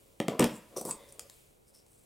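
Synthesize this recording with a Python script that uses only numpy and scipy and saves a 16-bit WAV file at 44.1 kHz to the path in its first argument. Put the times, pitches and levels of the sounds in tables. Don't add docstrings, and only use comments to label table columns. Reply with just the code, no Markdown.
import sys
import numpy as np
from scipy import signal
from scipy.fft import rfft, irfft, next_fast_len
from scipy.io import wavfile

SR = 44100
rng = np.random.default_rng(int(sys.argv[2]) if len(sys.argv) > 2 else 0)


def int16_out(signal):
    q = np.round(np.clip(np.atleast_2d(signal).T, -1, 1) * 32767)
    wavfile.write(sys.argv[1], SR, q.astype(np.int16))


N = 90404
T = np.arange(int(0.5 * SR)) / SR


def amp(db):
    return 10 ** (np.asarray(db) / 20)


def unit_rms(x):
    return x / np.sqrt(np.mean(x ** 2) + 1e-20)


def unit_energy(x):
    return x / np.linalg.norm(x)


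def decay(t, t60):
    return np.exp(-np.log(1000) * t / t60)


def curve_at(points, hz):
    freqs, values = np.transpose(points)
    return np.interp(np.log(hz + 1), np.log(freqs + 1), values)


def eq(x, points):
    size = 2 * next_fast_len(len(x))
    gain = amp(curve_at(points, np.fft.rfftfreq(size, 1 / SR)))
    cepstrum = irfft(np.log(gain), size)
    cepstrum[1:size // 2] *= 2
    cepstrum[size // 2 + 1:] = 0
    return irfft(rfft(x, size) * np.exp(rfft(cepstrum)), size)[:len(x)]


def place(out, start, sound):
    i = round(start * SR)
    out[:, i:i + sound.shape[1]] += sound[:, :N - i]


def stereo(mid, side):
    return np.array([mid + side, mid - side])


def ring(modes, vary_db=2):
    partials = ((-1) ** k * amp(db + vary_db * rng.standard_normal())
                * np.sin(2 * np.pi * hz * T) * decay(T, t60) for k, (hz, db, t60) in enumerate(modes))
    return unit_energy(sum(partials))


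def snap(colour, t60, scatter_db):
    burst = amp(scatter_db) * unit_energy(rng.standard_normal(len(T)) * decay(T, t60))
    burst[0] += 1
    return unit_energy(eq(burst, colour))


def friction(grains_per_s=2500, spread_db=5.5):
    grains = (rng.random(N) < grains_per_s / SR) * rng.choice([-1, 1], N)
    return unit_rms(grains * amp(spread_db * rng.standard_normal(N)))


def stroke(peak, attack, release):
    t = np.arange(N) / SR - peak
    return np.where(t < 0, np.exp(-(t / attack) ** 2), np.exp(-np.abs(t) / release))


def bowed(modes):
    return unit_rms(signal.oaconvolve(friction(), ring(modes)[:SR // 6])[:N])


# frequency in Hz, gain in dB.
ROOM_TONE_EQ = [(15, -51), (25, -4), (122, -4), (221, -10), (253, -8.5), (274, -11.5), (313, -9.5),
                (469, -9.5), (826, -18.5), (1080, -22.5), (1900, -26.5), (2230, -20.5), (5280, -24),
                (8580, -18), (15500, -24.5)]
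# frequency in Hz, side gain in dB.
ROOM_TONE_WIDTH = [(60, -15), (130, -5), (290, 1), (640, 4.5), (1410, 5), (3100, -0.5), (6820, -13.5),
                   (15000, -7.5)]
# time in seconds, level offset in dB.
HISS_RIDE = [(0, 4.5), (.11, 3.5), (.17, 2), (.6, 5.5), (1.0, 5.5), (1.4, 7.5), (1.599, -2), (1.72, -1.5),
             (1.84, -1), (2.05, 1)]

def room_tone(low_db=-65.5, hiss_db=-70.5):
    mid, side = (eq(rng.standard_normal(N), ROOM_TONE_EQ) for _ in range(2))
    air = stereo(mid, eq(side, ROOM_TONE_WIDTH))
    low = signal.sosfiltfilt(signal.butter(2, 1500, fs=SR, output="sos"), air)
    ride_db = np.interp(np.arange(N) / SR, *np.transpose(HISS_RIDE))
    return amp(low_db) * unit_rms(low) + amp(hiss_db + ride_db) * unit_rms(air - low)


# frequency in Hz, gain in dB.
HAND_EQ = [(30, -4.5), (120, -5), (220, -12), (350, -5), (560, 2.5), (800, -16.5), (1100, -11.5),
           (1500, -28.5), (6000, -29), (16000, -41.5)]
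# peak time, attack and release in seconds, level in dB.
HAND_MOVES = [(.08, 0.093, 0.11, -69), (1.0, 0.34, 0.16, -60.5), (1.26, 0.214, 0.041, -66),
              (1.73, 0.037, 0.058, -74)]

def hands():
    brush = unit_rms(eq(friction(), HAND_EQ))
    return brush * sum(amp(db) * stroke(peak, attack, release) for peak, attack, release, db in HAND_MOVES)


# pitch in Hz, relative level in dB, 60 dB decay in seconds.
BENCH_MODES = [(146, -14, 0.11), (200, -3, 0.042), (236.5, -1.5, 0.059), (304, -8, 0.094)]
# pitch in Hz, relative level in dB, 60 dB decay in seconds.
SHELL_MODES = [(331, -5.5, 0.044), (415.4, -2, 0.033), (506, 0, 0.036), (576, -2.5, .04), (655, -4, 0.032),
               (805, -8.5, 0.02), (978, -11, .04), (1155, -9, 0.016)]

def bench_and_shell(thump_db, shell_db):
    thump = sum(amp(db) * np.sin(2 * np.pi * hz * T) * decay(T, t60) for hz, db, t60 in BENCH_MODES)
    return amp(thump_db) * unit_energy(thump) + amp(shell_db) * ring(SHELL_MODES)


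def radiated(x, low_cut_hz=142):
    return signal.sosfilt(signal.butter(4, low_cut_hz, "high", fs=SR, output="sos"), x)


# frequency in Hz, gain in dB.
CLACK_EQ = [(40, -31), (110, -10), (300, -1), (600, 2.5), (1100, -2), (1450, -5), (1950, -5.5), (2400, -6),
            (3100, -6.5), (4200, -15.5), (8000, -17.5), (16000, -29.5)]
CLICK_EQ = [(300, 9.5), (2000, -13), (4000, -15.5), (5500, 1.5), (6700, -3), (8200, 9), (10000, -0.5),
            (11700, -8), (14000, -1), (16500, -35)]
# start in seconds, then thump, shell, clack and click levels in dB.
COACH_HITS = [(0.2014, -2, -5, -7.5, -18.5), (0.2826, 0, -4.5, -5, -19), (.3931, 0, -6, -10.5, -26),
              (.3955, -2, 2.5, -2.5, -1.5), (.4052, 6.5, -2.5, -9, -29.5), (0.4076, -11, -4, -17, -12),
              (0.426, -1.5, -0.5, -6, -30), (0.4429, -1.5, -4, -4.5, -4.5)]

def coach_knocks():
    out = np.zeros((2, N))
    for start, thump_db, shell_db, clack_db, click_db in COACH_HITS:
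        body = bench_and_shell(thump_db, shell_db)
        clack = amp(clack_db) * snap(CLACK_EQ, t60=0.015, scatter_db=2)
        click = amp(click_db) * snap(CLICK_EQ, t60=0.0095, scatter_db=-4)
        place(out, start, in_room(click - radiated(body + clack)))
    return out


# peak time, attack and release in seconds, then shell, bench and crunch in dB.
COACH_DRAGS = [(.328, .02, 0.037, -38.5, -44, -53), (.422, 0.019, .02, -34, -28, -33),
               (0.741, 0.022, 0.021, -58.5, -60.5, -64), (.772, 0.0096, .02, -44, -51, -67),
               (0.89, 0.034, 0.017, -48.5, -50, -67.5)]

def coach_chatter():
    out = np.zeros(N)
    shell, bench = bowed(SHELL_MODES), bowed(BENCH_MODES)
    crunch = unit_rms(eq(friction(), CLACK_EQ))
    for peak, attack, release, shell_db, bench_db, crunch_db in COACH_DRAGS:
        chatter = amp(shell_db) * shell + amp(bench_db) * bench + amp(crunch_db) * crunch
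        out += radiated(stroke(peak, attack, release) * chatter)
    return out


# frequency in Hz, gain in dB.
RASP_EQ = [(300, -27.5), (1500, -21), (3400, -20), (4700, -10.5), (6500, -10), (8300, 2.5), (10700, -1.5),
           (12200, -12), (14500, -5), (16500, -20)]
# peak time, attack and release in seconds, rasp level in dB,
# squeak pitch in Hz, squeak level in dB.
SCRAPE_STROKES = [(.565, 0.084, .018, -57, 7500, -61), (0.769, 0.0048, .02, -41.5, 5800, -43.5),
                  (0.784, 0.0051, 0.01, -54, 1214, -52), (0.897, .04, .03, -57, 1005, -45),
                  (.904, .035, 0.0074, -44.5, 8170, -45), (1.02, .08, 0.081, -77, 2050, -65.5),
                  (1.03, 0.11, 0.084, -77, 3600, -69), (1.095, 0.014, 0.0067, -61, 5590, -63),
                  (1.124, .002, .005, -55, 9650, -52), (1.345, 0.027, 0.021, -65, 8200, -73.5),
                  (1.695, 0.028, 0.019, -68.5, 5150, -74), (1.750, 0.011, 0.023, -63, 5360, -63),
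                  (1.794, .015, 0.017, -68.5, 5460, -67), (1.94, 0.057, 0.18, -68.5, 7900, -77.5)]

def scrapes(squeak_decay_cycles=30):
    out = np.zeros(N)
    rasp = unit_rms(eq(friction(), RASP_EQ))
    for peak, attack, release, rasp_db, squeak_hz, squeak_db in SCRAPE_STROKES:
        squeak = bowed([(squeak_hz, 0, squeak_decay_cycles / squeak_hz)])
        out += stroke(peak, attack, release) * (amp(rasp_db) * rasp + amp(squeak_db) * squeak)
    return out


# start in seconds, then thump, shell and click levels in dB.
COACH_BUMPS = [(0.7636, -22, -10, -29), (.7775, -20, -18, -26.5), (0.7965, -40, -26, -23),
               (.8120, -21.5, -14.5, -15), (0.8517, -15.5, -13, -15.5), (0.8591, -24, -30, -19),
               (0.869, -17.5, -32, -35), (.8970, -17.5, -21, -31)]

def coach_slips():
    out = np.zeros((2, N))
    for start, thump_db, shell_db, click_db in COACH_BUMPS:
        bump = radiated(bench_and_shell(thump_db, shell_db))
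        click = amp(click_db) * snap(RASP_EQ, t60=0.018, scatter_db=6.5)
        place(out, start, in_room(bump + click))
    return out


# pitch in Hz, relative level in dB, 60 dB decay in seconds.
BLADE_MODES = [(2598, -14.5, 0.0204), (4716, -12, 0.026), (7230, -7.5, 0.033), (8140, -16.5, 0.058),
               (8160, 8, 0.019), (8850, 0.5, 0.0073), (9850, -11, .025), (10780, -6.5, 0.027)]
# frequency in Hz, gain in dB.
TICK_EQ = [(200, -19), (1050, -4), (1500, -16), (2000, -5), (2700, -8), (3600, -5), (5800, -6.5), (7400, 2),
           (8600, -3.5), (9900, 0), (12500, -8), (16500, -14)]
# start in seconds, tick level in dB, blade ring level in dB.
SCISSOR_HITS = [(0.91, -29.5, -5.5), (0.915, -20, -28.5), (1.1241, -37.5, -31), (1.1947, -15.5, -24),
                (1.2986, -26, -40), (1.8650, -41, -61)]

def scissors():
    out = np.zeros((2, N))
    for start, tick_db, ring_db in SCISSOR_HITS:
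        tick = amp(tick_db) * snap(TICK_EQ, t60=0.011, scatter_db=2)
        place(out, start, in_room(tick + amp(ring_db) * ring(BLADE_MODES)))
    return out


# frequency in Hz, 60 dB decay in seconds.
REVERB_DECAY = [(100, 0.54), (400, 0.34), (1500, 0.55), (5000, 0.47), (9000, 0.05), (16000, 0.53)]
# frequency in Hz, gain in dB.
REVERB_EQ = [(100, -8.5), (400, -7), (1500, -7.5), (5000, -8), (9000, -10), (16000, -11)]

def reflections(early_delay_s=0.009, early_t60_s=0.15, tail_attack_s=0.0027):
    hz, t, noise = signal.stft(rng.standard_normal(len(T)), SR, nperseg=256)
    t60 = curve_at(REVERB_DECAY, hz)[:, None]
    equal_energy = np.sqrt(2 * np.log(1000) / (t60 * SR))
    tail = signal.istft(noise * decay(t, t60) * equal_energy, SR, nperseg=256)[1][:len(T)]
    tail *= np.minimum(T / tail_attack_s, 1)
    early = unit_energy(rng.standard_normal(len(T)) * decay(T, early_t60_s) * (T > early_delay_s))
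    return eq(early + tail, REVERB_EQ)


# frequency in Hz, side gain in dB.
REVERB_WIDTH = [(60, -24.5), (170, -41), (400, -20.5), (1000, -10.5), (2500, -10.5), (5000, -21.5),
                (9000, -16), (15000, -11)]
DIRECT_WIDTH = [(100, -52), (500, -27), (1500, -24), (2800, -18), (5000, -28), (9000, -21), (15000, -12)]

def in_room(direct):
    mid, side = (signal.fftconvolve(direct, reflections())[:len(direct)] for _ in range(2))
    return stereo(direct + mid, eq(side, REVERB_WIDTH) + eq(direct, DIRECT_WIDTH))


def scene():
    hits = coach_knocks() + coach_slips() + scissors()
    sliding = in_room(hands() + coach_chatter() + scrapes())
    return (hits + sliding) * amp([[0.1], [-0.1]]) + room_tone()


def record(dry, top_hz=16000):
    size = next_fast_len(N + SR // 2)
    passband = np.fft.rfftfreq(size, 1 / SR) < top_hz
    return irfft(rfft(dry, size) * passband, size)[:, :N]


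dry = scene()
out = record(dry)
int16_out(out)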